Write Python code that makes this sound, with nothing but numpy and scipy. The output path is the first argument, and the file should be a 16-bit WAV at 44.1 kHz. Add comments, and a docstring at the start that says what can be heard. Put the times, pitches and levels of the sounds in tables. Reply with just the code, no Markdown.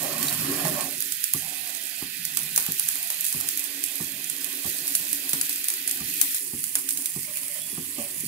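"""A dense sizzle and a spoon scraping steel: syrup with oil boils in a small pan over a hissing gas flame,
close to the right of a stereo microphone. Bursting bubbles make the sizzle; droplets spit and crack.
Later the pan foams up and sounds softer. Someone pounds steadily elsewhere in the house,
low noise rumbles in the kitchen's resonances, and a few short rough tones sound."""
import sys
import numpy as np
from scipy import signal
from scipy.fft import rfft, irfft, next_fast_len
from scipy.io import wavfile
from scipy.ndimage import uniform_filter1d, map_coordinates

SR = 44100
rng = np.random.default_rng(int(sys.argv[2]) if len(sys.argv) > 2 else 0)


def waveform_to_disk(signal):
    """Save audio, clipped to [-1, 1], as 16-bit WAV at the path in sys.argv[1]."""
    frames = np.transpose(np.atleast_2d(signal))
    scaled = np.clip(frames, -1, 1) * 32767
    samples = np.round(scaled).astype(np.int16)
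    wavfile.write(sys.argv[1], SR, samples)


N = 364795

FOAM_START_S, LEFT_LAG_S, BAND_LIMIT_HZ = 6.39, 6.8e-5, 15700
SURGE_DB, SURGE_LEFT_DB, SURGE_DECAY_S, HALF_SURGE_SPIT_DB = 8.5, 4, 0.031, -12.5
FAINT_DROPS_PER_S, FAINT_DROP_DB = 4, -29
BUBBLES_PER_S, BUBBLE_MEDIAN_HZ, BUBBLE_T60_CYCLES, BUBBLE_DB = 600, 8784, 42, -15.5

# Stereo likeness: (frequency [Hz], left-right correlation [1])
CORRELATION = [(60, 1), (180, 0.9), (330, 0.82), (560, 0.4), (1650, 0.41), (4970, 0.44), (15000, 0)]
# Stereo balance, general and sizzle: (frequency [Hz], left minus right [dB])
BALANCE = [(60, 1), (150, 2), (380, 3), (950, -6.5), (2380, -10), (5980, -3.5), (15000, -15)]
SIZZLE_BALANCE = [(4000, -6), (8000, -1), (13000, 7.5)]
# Four groups of kitchen resonances: (centre [Hz], width [Hz], gain [dB])
BOOM_MODES = [(77, 16, -7), (103.4, 10, -3), (153, 35, -0.5), (234, 18, -1)]
HUM_MODES = [(272.5, 28, 0), (371, 52, -3), (478, 97, -8.5)]
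MOAN_MODES = [(544, 25, -5), (592, 102, 15)]
DRONE_MODES = [(698, 89, 11.5), (815, 90, 10), (1081, 164, 9)]
# Rumble per group, same order: (centre [Hz], roar share [dB], resting level [dB])
RUMBLE_GROUPS = [(130, -10.5, -70), (275, -5.5, -127), (580, -1, -81), (800, -3, -103)]
# Roar during the stirring: (time [s], lower groups [dB], upper groups [dB])
ROAR_LEVELS = [(0, -34.5, -39), (.25, -32, -44), (.4, -34.5, -51), (.55, -32, -40.5), (.65, -29, -39.5),
               (.72, -31, -39.5), (.8, -43.5, -34.5), (.87, -34.5, -44), (.97, -47.5, -56),
               (1.15, -54, -93)]
# Murmur after the roar: (time [s], hum [dB], drone [dB])
MURMUR_LEVELS = [(1.1, -84, -70), (1.32, -66, -77), (1.55, -74, -59), (1.65, -86, -55.5), (1.85, -80, -72),
                 (2.2, -65, -61.5), (2.6, -76, -56.5), (3.3, -66, -59.5), (3.6, -55, -55.5),
                 (4.4, -55.5, -57.5), (4.85, -50.5, -53.5), (5.4, -50, -64.5), (6.1, -59, -59),
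                 (6.6, -56.5, -68), (6.8, -59, -63.5), (7.6, -71, -68), (7.8, -55, -63), (7.92, -51.5, -74),
                 (8.0, -52, -52), (8.27, -56, -65)]
# Rumble swells: (middle [s], half length [s], level [dB], group centre [Hz])
RUMBLE_SWELLS = [(1.458, 0.068, -54, 130), (2.197, 0.13, -62, 130), (2.564, 0.27, -58, 130),
                 (3.15, 0.064, -62, 580), (3.75, 0.63, -60.5, 580), (4.19, 0.14, -60, 130),
                 (4.906, 0.37, -59.5, 580), (4.924, 0.25, -59, 130), (6.145, 0.12, -56, 130),
                 (6.724, 0.066, -65, 130), (7.317, 0.048, -53, 580), (7.3, 0.12, -60, 130),
                 (7.543, 0.12, -52, 580), (8.016, 0.057, -48, 580), (8.223, 0.14, -46.5, 130)]
# Rough tones: (time [s], start [Hz], end [Hz], level [dB], rise [s], t60 [s], waver [1])
ROUGH_TONES = [(1.38, 765, 650, -49, 0.041, 7, 0.004), (7.775, 81.3, 80, -57, .01, 4.6, .002),
               (7.605, 3390, 3390, -43, 0.025, 0.8, 0.0005), (7.98, 573, 576, -38, 0.011, 0.44, 0.003),
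               (7.98, 236, 240, -24, 0.0071, 0.13, 0.0027)]
# Distant blows: (time [s], base level [dB], slap offset [dB], floor ring [Hz])
DISTANT_BLOWS = [(0.485, -25, -21, 233), (0.651, -24.5, -4, 165), (1.341, -21.5, -13.5, 151),
                 (2.017, -22.5, -14, 168), (2.68, -21.5, -16, 159), (3.341, -21, -19, 152.3),
                 (3.999, -21, -16, 156), (4.646, -22.5, -13, 167), (5.329, -24.5, -15, 160),
                 (6.003, -22.5, -15, 168), (6.528, -22.5, -21, 161), (7.155, -22, -18, 162),
                 (7.722, -31, -24, 213), (7.773, -21, -18, 164.5), (7.981, -29.5, -10, 212),
                 (8.229, -27.5, -45, 225)]
# Gas hiss: (time [s], level [dB])
FLAME_LEVELS = [(0, -38.5), (.55, -37), (1.0, -39.5), (3.1, -38.5), (4.2, -39.5), (6.37, -38.5),
                (6.41, -48), (8.27, -47)]
# Spoon friction: (time [s], level [dB])
SCRAPE_LEVELS = [(0, -40.5), (.25, -38), (.33, -36), (.5, -38.5), (.65, -38), (.82, -39), (.9, -53),
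                 (.95, -80)]
# Scraped steel: (centre [Hz], width [Hz], gain [dB])
SCRAPE_MODES = [(1096, 150, 3.5), (1810, 210, 3), (2570, 280, -1), (3170, 140, -3), (4400, 60, 4.5),
                (5360, 70, 5)]
# Spoon taps: (time [s], level [dB], knock over tick [dB])
SPOON_TAPS = [(.254, -27, -30), (.2835, -17.5, -30), (.335, -33, -30), (.6505, -33, 9), (.671, -44, 12),
              (.79, -40, 9)]
# Thin pan wall and thick bottom: (frequency [Hz], gain [dB], t60 [s])
WALL_MODES = [(3830, -14, 0.093), (3970, 0, 0.014), (4360, -6, 0.011), (4520, -13, .09), (5680, -15, .06),
              (6600, -26, .05)]
BOTTOM_MODES = [(641, -3, .12), (840, -3, .05), (1110, -1, .012), (1357, 0, .01), (1766, 0, .01)]
# Foam swelling and sinking: (time [s], relative level [dB])
FIZZ_LEVELS = [(6.39, -47.5), (6.546, -45.5), (6.866, -42.5), (7.07, -48.5), (7.3, -43.5), (7.572, -43.5),
               (7.824, -44.5), (8.27, -43.5)]
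# Spectra of gas, fizz, sizzle before and during foaming, cracks: (frequency [Hz], gain [dB])
GAS_SPECTRUM = [(300, -62), (650, -40), (1100, -50), (1240, -18), (1410, -10), (1930, 0.5), (2180, -5),
                (2540, 3.5), (2900, -3), (3150, 0.5), (3440, -1), (5000, -1), (6500, -26), (11000, -120)]
FIZZ_SPECTRUM = [(530, -55), (1000, -8.5), (1400, -18), (1650, -18), (1850, -2.5), (3300, -5), (3700, -8),
                 (4500, -11), (5750, -23), (7000, -8), (9100, -35), (15400, -120)]
FRYING_SPECTRUM = [(900, -70), (1760, -26), (3000, -15.5), (4570, -6.5), (6020, -3.5), (6540, -1),
                   (8160, 1.5), (8980, 4.5), (12000, 8), (14700, 6.5), (15600, 1.5)]
FOAMING_SPECTRUM = [(900, -60), (1760, -19), (3000, -15), (3700, -26), (4510, -9.5), (5200, -8), (5750, -9),
                    (6300, -6.5), (9830, 7), (15600, 1.5)]
CRACK_SPECTRUM = [(500, -58), (1500, -3), (3000, -12), (5000, -14.5), (8000, -9), (11000, -6.5),
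                  (16000, -10)]
# Sizzle between spits: (time [s], level [dB], left minus right [dB])
SIZZLE_LEVELS = [(0, -30.5, -17), (.3, -28.5, -13), (.62, -28.5, -14.5), (.96, -33.5, -18),
                 (1.3, -31.5, -12), (1.5, -35.5, -22), (2.15, -35.5, -18), (2.5, -32.5, -13),
                 (2.8, -31, -12.5), (3.55, -31.5, -13.5), (3.7, -34, -16), (4.55, -33.5, -15),
                 (4.7, -29, -13), (5.7, -31, -9.5), (6.05, -31.5, -12.5), (6.3, -26.5, -6.5),
                 (6.45, -31, -12), (6.9, -31, -11.5), (7.4, -31, -12), (7.87, -32, -13), (8.27, -30.5, -11)]
# Droplets: (time [s], level [dB], centre [Hz], pop offset [dB], left minus right [dB], spray offset [dB])
DROPLETS = [(0.045, -24, 10700, -18, -9, -8), (.181, -23.5, 9350, -6, -18, 2),
            (0.2282, -13.5, 8650, -23, -19, -17), (0.231, -14, 9600, -12, -8, -12),
            (.4104, -22, 10400, -22, -9, -4), (0.6518, -26, 11800, 8, -6, 5),
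            (0.8078, -22.5, 8500, 2, -17, 4), (.9673, -31, 10500, -30, -10, -8),
            (1.004, -15, 13700, -32, -8, -1.5), (1.0232, -11.5, 11100, -15, -5, -13),
            (1.1215, -16, 8050, -36, -18.5, -5.5), (1.2405, -8, 9800, -38, -9.5, -8),
            (1.336, -7, 11700, -40, -8, -6), (1.6737, -25, 10200, -28, -15, -4),
            (1.749, -24, 9300, -32, -21, -4), (2.2516, -12.5, 10600, -40, -12.5, -9),
            (2.371, -8, 8400, -8, -11.5, -4), (2.4316, -27.5, 11300, -12, -7, 11.5),
            (2.561, -5.5, 10520, -38.5, -4.5, -3.5), (2.577, -1, 11100, -5, -4.5, -7),
            (2.6639, -10.5, 11300, -6.5, -6, -13), (2.72, -9, 12800, -25, -3, -13),
            (2.783, -21, 12800, -30, 0, -2), (2.7961, -6, 10400, -15, -8, -8),
            (2.8837, -16, 12100, -11, -8, -11), (2.8868, -6.5, 11800, -25, -9, -15),
            (2.9135, -29, 8600, -30, -8, -10), (2.955, -16.5, 10900, -7, -14, -13),
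            (3.0285, -14, 13600, -28, -8, -9), (3.1024, -11, 11700, -3.5, -3, -5),
            (3.2077, -15.5, 13800, -30.5, -10, -0.5), (3.2442, -13, 12100, -28, -9, -10),
            (3.25, -17, 9200, -30, -2, 5), (3.2654, -16, 10750, -35, -4, 2),
            (3.326, -13.5, 8550, -12, -8, -8), (3.372, -25, 12200, -9, -19, -9),
            (3.403, -17, 12000, -2, -9, -19), (3.41, -14, 12200, -10, -11, -12),
            (3.488, -3.5, 8850, -21, -3, -19), (3.574, -17, 12600, -9, -6, 4),
            (3.5933, -24.5, 13000, -25, -9, 11), (3.6402, -21, 11100, -30, -13, -3),
            (3.832, -20, 8000, -30, -8, -12), (3.839, -10, 10200, -27, -7, -5),
            (3.9556, -17, 13400, -24, -7, -8), (4.01, -23, 10700, -14, -13, -4),
            (4.025, -22, 9000, -30, -15, -8), (4.2982, -11, 10300, -25, -7, -6),
            (4.444, -14, 11300, -17, -13, -7), (4.8782, -16, 10700, -10, -5, 3),
            (4.951, -7.5, 11200, -23, -4, 2), (5.1295, -8.5, 11200, -22, -9, -7),
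            (5.2928, -18, 10900, -20, -12, 3), (5.3324, -8.5, 10300, -3.5, -2, -0.5),
            (5.4126, -3.5, 10700, -14.5, 1, -10), (5.4942, -12.5, 11300, -10, -5, -4),
            (5.528, -15.5, 10500, -27, -5, -4), (5.559, -17, 11500, -30, -6, -8),
            (5.642, -12.5, 10600, -17, -3, -6), (5.684, -10, 9850, -9, -3, -2),
            (5.702, -12, 10500, -30, -4, -5), (5.738, -21, 11300, -4, 1, -1),
            (5.876, -13, 10600, -18, -6, 3), (5.895, -15, 9500, -30, -4, -10),
            (5.911, -15, 9870, -21, -3, 4), (6.1387, -22, 12100, -32, -15, -2),
            (6.178, -24, 10500, -35, 5, -8), (6.2138, 1, 11070, -16, 6, -4.5),
            (6.3458, -19.5, 10900, -5, -1, 9), (6.64, -14.5, 10100, -34, -10, -4),
            (6.7539, -5, 10000, -7, -4, -4.5), (6.8893, -14.5, 9700, -26, -9, 2.5),
            (6.9067, -12.5, 10500, -29, -3, 0), (6.973, -18, 10600, -35, -6, 4.5),
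            (7.0575, -13.5, 9500, -36, -6, 1), (7.3708, -16, 9500, -6, -3, -3),
            (7.432, -17.5, 10700, -8, -5, -11)]


def amp(db):
    """Gain of a level in dB."""
    return 10 ** (np.asarray(db) / 20)


def decay(t, t60_s):
    """Exponential fall, 60 dB in t60_s."""
    return amp(-60 * t / t60_s)


def unit_rms(x):
    """x at rms 1."""
    return x / np.sqrt(np.mean(x ** 2) + 1e-20)


def at_hz(points, hz):
    """Interpolate (frequency [Hz], value) points on a log axis."""
    knots_hz, values = np.transpose(points)
    return np.interp(np.log(hz + 1), np.log(knots_hz + 1), values)


def curves(rows):
    """Per-sample curve for each column after the time."""
    times_s, *columns = np.transpose(rows)
    return [np.interp(np.arange(N) / SR, times_s, column) for column in columns]


def wobble(knots_per_s):
    """Smooth random curve."""
    knots = rng.standard_normal(int(N * knots_per_s / SR) + 4)
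    return map_coordinates(knots, [np.arange(N) * knots_per_s / SR])


def filtered(x, response):
    """Apply a complex frequency response."""
    size = next_fast_len(N + SR // 2)
    return irfft(rfft(x, size) * response(np.fft.rfftfreq(size, 1 / SR)), size)[..., :N]


def resonances(modes):
    """Response of parallel band-pass modes, alternating in sign."""
    return lambda hz: sum(
        (-1) ** k * amp(db) * 1j * hz * width_hz / (centre_hz ** 2 - hz ** 2 + 1j * hz * width_hz)
        for k, (centre_hz, width_hz, db) in enumerate(modes))


def sides(lean_db):
    """Channel gains for a left-minus-right level."""
    return amp(np.array([lean_db / 2, -lean_db / 2]))


def patchy_noise(depth_db):
    """Two noises sharing random gain patches in time and frequency."""
    spectra = signal.stft(rng.standard_normal((2, N)), nperseg=512)[2]
    patches = uniform_filter1d(rng.standard_normal(spectra.shape[1:]), size=6, axis=0)
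    patches = uniform_filter1d(patches, size=8, axis=1)
    return signal.istft(spectra * amp(depth_db * unit_rms(patches)), nperseg=512)[1][:, :N]


def at_mic(pair, response):
    """Filter two independent signals into stereo: alike in the bass, treble to the right, left late."""
    def mid_side_gains(hz):
        angle = np.arccos(np.clip(at_hz(CORRELATION, hz), -1, 1)) / 2
        return response(hz) * [np.cos(angle), np.sin(angle)]

    mid, side = filtered(pair, mid_side_gains)
    lag_s = np.array([[LEFT_LAG_S], [0]])
    return filtered(np.array([mid + side, mid - side]),
                    lambda hz: sides(at_hz(BALANCE, hz)) * np.exp(-2j * np.pi * hz * lag_s))


def rumble():
    """Unsteady noise rings the kitchen's resonances: a roar, then a murmur with short swells."""
    total, t = 0, np.arange(N) / SR
    lower_db, upper_db = curves(ROAR_LEVELS)
    hum_db, drone_db = curves(MURMUR_LEVELS)
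    layers = [(BOOM_MODES, lower_db, 0), (HUM_MODES, lower_db, amp(hum_db)),
              (MOAN_MODES, upper_db, 0), (DRONE_MODES, upper_db, amp(drone_db))]
    for (centre_hz, share_db, rest_db), (modes, roar_db, murmur) in zip(RUMBLE_GROUPS, layers):
        swells = sum(amp(db) * np.exp(-((t - middle_s) / half_s) ** 2)
                     for middle_s, half_s, db, hz in RUMBLE_SWELLS if hz == centre_hz)
        gain = amp(roar_db + share_db) + amp(rest_db) + murmur + swells
        noise = amp(1.8 * wobble(14) + 1.6 * wobble(4)) * patchy_noise(depth_db=3)
        room = resonances(modes)
        ringing = at_mic(noise, lambda hz: room(hz) * np.abs(room(hz)) ** 1.2)  # deepened valleys
        total = total + gain * unit_rms(ringing)
    return total


def rough_tones():
    """Wavering sines: a hollow falling note, a thin squeak, a deep hum, a ringing bump."""
    out, t = np.zeros(N + SR), np.arange(int(0.7 * SR)) / SR
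    for time_s, start_hz, end_hz, db, rise_s, t60_s, waver in ROUGH_TONES:
        drift = uniform_filter1d(np.cumsum(rng.standard_normal(len(t))), size=60)
        cycles = np.cumsum(np.linspace(start_hz, end_hz, len(t))) / SR
        tone = np.sin(2 * np.pi * cycles + drift * waver * np.sqrt(start_hz))
        fade = (1 - np.exp(-t / rise_s)) * np.sqrt(np.abs(np.cos(np.pi / 2 * t / t[-1])))
        flicker = amp(3 * wobble(40)[:len(t)])
        out[round(time_s * SR):][:len(t)] += amp(db) * decay(t, t60_s) * fade * flicker * tone
    return out[:N] * sides(-3.5)[:, None]


def pounding():
    """Each blow slaps, then thumps; the floor rings on and the room resonances die away."""
    thumps, slaps, echoes = np.zeros(N + SR), np.zeros((2, N + SR)), np.zeros((2, N + SR))
    t = np.arange(SR // 2) / SR
    thump_t = t - 0.0095
    echo_shape = (1 - np.exp(-t / 0.004)) * decay(t, 0.19)
    for time_s, db, slap_db, floor_hz in DISTANT_BLOWS:
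        start = round(time_s * SR)
        span = slice(start, start + len(t))
        pulse = np.sin(2 * np.pi * 1.23 * floor_hz * thump_t) * np.exp(-0.5 * (thump_t / 0.0013) ** 2)
        floor = 0.4 * np.sin(2 * np.pi * floor_hz * thump_t) * decay(t, 0.15) * (thump_t > 0)
        thumps[span] += amp(db - 4.5) * (pulse + floor)
        slaps[:, span] += amp(db + slap_db + 10.5) * decay(t, 0.12) * rng.standard_normal((2, len(t)))
        echoes[:, span] += amp(db + 10.5) * echo_shape * rng.standard_normal((2, len(t)))
    direct = filtered(thumps[:N], lambda hz: hz ** 2 / (hz ** 2 + 70 ** 2))
    slap = at_mic(slaps[:, :N], resonances([(776, 120, 0.68), (1153, 124, 1)]))
    room = resonances(BOOM_MODES + HUM_MODES)
    return direct + slap + at_mic(echoes[:, :N], lambda hz: room(hz) / (1 + (hz / 450) ** 4))


def flame():
    """Gas jets hiss; the level drops as the foaming starts."""
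    level_db, = curves(FLAME_LEVELS)
    hiss = at_mic(patchy_noise(depth_db=1.2), lambda hz: amp(at_hz(GAS_SPECTRUM, hz)))
    return amp(level_db) * unit_rms(hiss)


def spoon_scrape():
    """Uneven friction on the pan bottom rings the steel."""
    level_db, = curves(SCRAPE_LEVELS)
    friction = amp(2.5 * wobble(40)) * patchy_noise(depth_db=1.5)
    return amp(level_db) * unit_rms(at_mic(friction, resonances(SCRAPE_MODES)))


def spoon_taps():
    """The spoon strikes the pan: bright tick from the wall, dull knock from the bottom."""
    out, t = np.zeros(N + SR), np.arange(SR // 5) / SR
    attack = 1 - np.exp(-t / 0.00033)

    def ring(modes):
        return sum(amp(db + rng.normal(0, 0.86)) * decay(t, t60_s) * np.sin(2 * np.pi * hz * t)
                   for hz, db, t60_s in modes)

    for time_s, db, knock_db in SPOON_TAPS:
        tap = ring(WALL_MODES) + amp(knock_db) * ring(BOTTOM_MODES)
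        out[round(time_s * SR):][:len(t)] += amp(db) * attack * tap
    return out[:N] * sides(-4)[:, None]


def foam_fizz():
    """Rising foam fizzes in patches."""
    level_db, = curves(FIZZ_LEVELS)
    noise = amp(1.5 * wobble(7) + 1.2 * wobble(22)) * patchy_noise(depth_db=4)
    fizz = unit_rms(at_mic(noise, lambda hz: amp(at_hz(FIZZ_SPECTRUM, hz))))
    return (np.arange(N) / SR > FOAM_START_S) * amp(level_db - 4) * fizz


def bubbles():
    """Tiny bubbles burst across the pan, each ringing briefly at its own pitch."""
    count = round(BUBBLES_PER_S * N / SR)
    when, size, where = rng.random((count, 3)).T
    hz = np.clip(BUBBLE_MEDIAN_HZ * np.exp(0.45 * rng.standard_normal(count)), 2500, 15000)[:, None]
    age = np.arange(96)  # samples
    rings = np.sin(2 * np.pi * hz * age / SR) * decay(age / SR, BUBBLE_T60_CYCLES / hz)
    rings *= 1 - np.exp(-age / 3)
    size_db = np.minimum(-5.5 * np.log(size + 1e-9), 18)
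    gains = amp(size_db) * sides(16 * (where - 0.5))
    indices = ((when[:, None] * N).astype(int) + age).ravel()
    channels = [np.bincount(indices, (gain[:, None] * rings).ravel(), N)[:N] for gain in gains]
    return unit_rms(np.array(channels))


def spit_surge():
    """Control curve, 0 to 1: jumps at each listed droplet, then decays."""
    times_s, db = np.transpose(DROPLETS)[:2]
    kicks = np.bincount((times_s * SR).astype(int), amp(db - HALF_SURGE_SPIT_DB), N)
    tail = np.exp(-np.arange(SR) / SR / SURGE_DECAY_S)
    agitation = np.abs(signal.fftconvolve(kicks, tail)[:N])
    return uniform_filter1d(agitation / (1 + agitation), size=1500)


def sizzle():
    """Noise jumps with hundreds of bursting bubbles a second; spits swell it and shift it left."""
    level_db, lean_db = curves(SIZZLE_LEVELS)
    surge = spit_surge()
    onsets = rng.random(N) < 400 * amp(5 * wobble(12)) / SR
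    bursts = onsets * amp(np.minimum(5 * rng.exponential(size=N), 17))
    burst_shape = decay(np.arange(SR // 50) / SR, 0.006)
    grain = np.sqrt(1 + 0.22 * np.abs(signal.fftconvolve(bursts ** 2, burst_shape ** 2)[:N]))
    hiss = grain * amp(0.6 * wobble(25) + 0.4 * wobble(70)) * patchy_noise(depth_db=1.3)
    boil = unit_rms(hiss) + amp(BUBBLE_DB) * bubbles()
    frying, foaming = (
        unit_rms(filtered(boil, lambda hz: amp(at_hz(spectrum, hz)) * sides(at_hz(SIZZLE_BALANCE, hz))))
        for spectrum in (FRYING_SPECTRUM, FOAMING_SPECTRUM))
    gain = amp(level_db + SURGE_DB * surge) * sides(lean_db + SURGE_LEFT_DB * surge)
    return gain * np.where(np.arange(N) / SR < FOAM_START_S, frying, foaming)


def faint_droplets():
    """Random small droplets, columns as in DROPLETS."""
    draws = rng.random((round(FAINT_DROPS_PER_S * N / SR), 4))
    return [(when * (N - 1) / SR, FAINT_DROP_DB + 6 * size, 8500 + 4000 * pitch, -22, -5 - 10 * where, -8)
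            for when, size, pitch, where in draws]


def spits():
    """Each droplet cracks and sprays briefly; its steam pocket gives one low pop."""
    cracks, pops, t = np.zeros((2, N + SR)), np.zeros((2, N + SR)), np.arange(SR // 8) / SR
    attack = 1 - np.exp(-t / 0.0001)
    spray = 0.8 * decay(t, 0.045) + 0.15 * decay(t, 0.3)
    steam_pulse = np.sin(2 * np.pi * 1300 * t) * decay(t, 0.00074)
    for time_s, db, hz, pop_db, lean_db, spray_db in list(DROPLETS) + faint_droplets():
        tearing = amp(3 * np.repeat(rng.standard_normal(len(t)), 12)[:len(t)])
        burst = 0.85 * decay(t, 0.003) + 0.7 * np.exp(-(t / 0.003) ** 4) * tearing
        white = rng.standard_normal((2, len(t)))
        treble = signal.lfilter(*signal.butter(2, 0.44 * hz, "highpass", fs=SR), white)
        band = signal.lfilter(*signal.butter(1, [0.97 * hz, 1.03 * hz], "bandpass", fs=SR), white)
        noise = 0.22 * treble + 0.3 * band
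        # rms 1 within the burst, so each crack keeps its size
        noise /= np.sqrt(np.sum((burst * noise) ** 2, axis=1, keepdims=True) / np.sum(burst ** 2))
        start, gain = round(time_s * SR), amp(db) * sides(lean_db)[:, None]
        cracks[:, start:start + len(t)] += gain * attack * (burst + amp(spray_db) * spray) * noise
        pop = steam_pulse + 0.14 * decay(t, 0.27) * rng.standard_normal((2, len(t)))
        pops[:, start + 30:start + 30 + len(t)] += gain * amp(pop_db) * pop
    cracks = filtered(cracks, lambda hz: amp(at_hz(CRACK_SPECTRUM, hz)))
    pops = filtered(pops, lambda hz: (1j * hz / (450 + 1j * hz)) ** 2 / (1 + 1j * hz / 3500))
    return cracks + pops


def scene():
    """Stereo sum of stove and house."""
    stove = sizzle() + spits() + flame() + foam_fizz() + spoon_scrape() + spoon_taps()
    return stove + rumble() + pounding() + rough_tones()


def record(dry):
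    """Soft clip near full scale, 25 Hz high-pass, hard band limit."""
    clipped = dry / (1 + np.abs(dry / 0.88) ** 8) ** (1 / 8)
    return filtered(clipped, lambda hz: (hz < BAND_LIMIT_HZ) * (1j * hz / (25 + 1j * hz)) ** 2)


dry = scene()
out = record(dry)
waveform_to_disk(out)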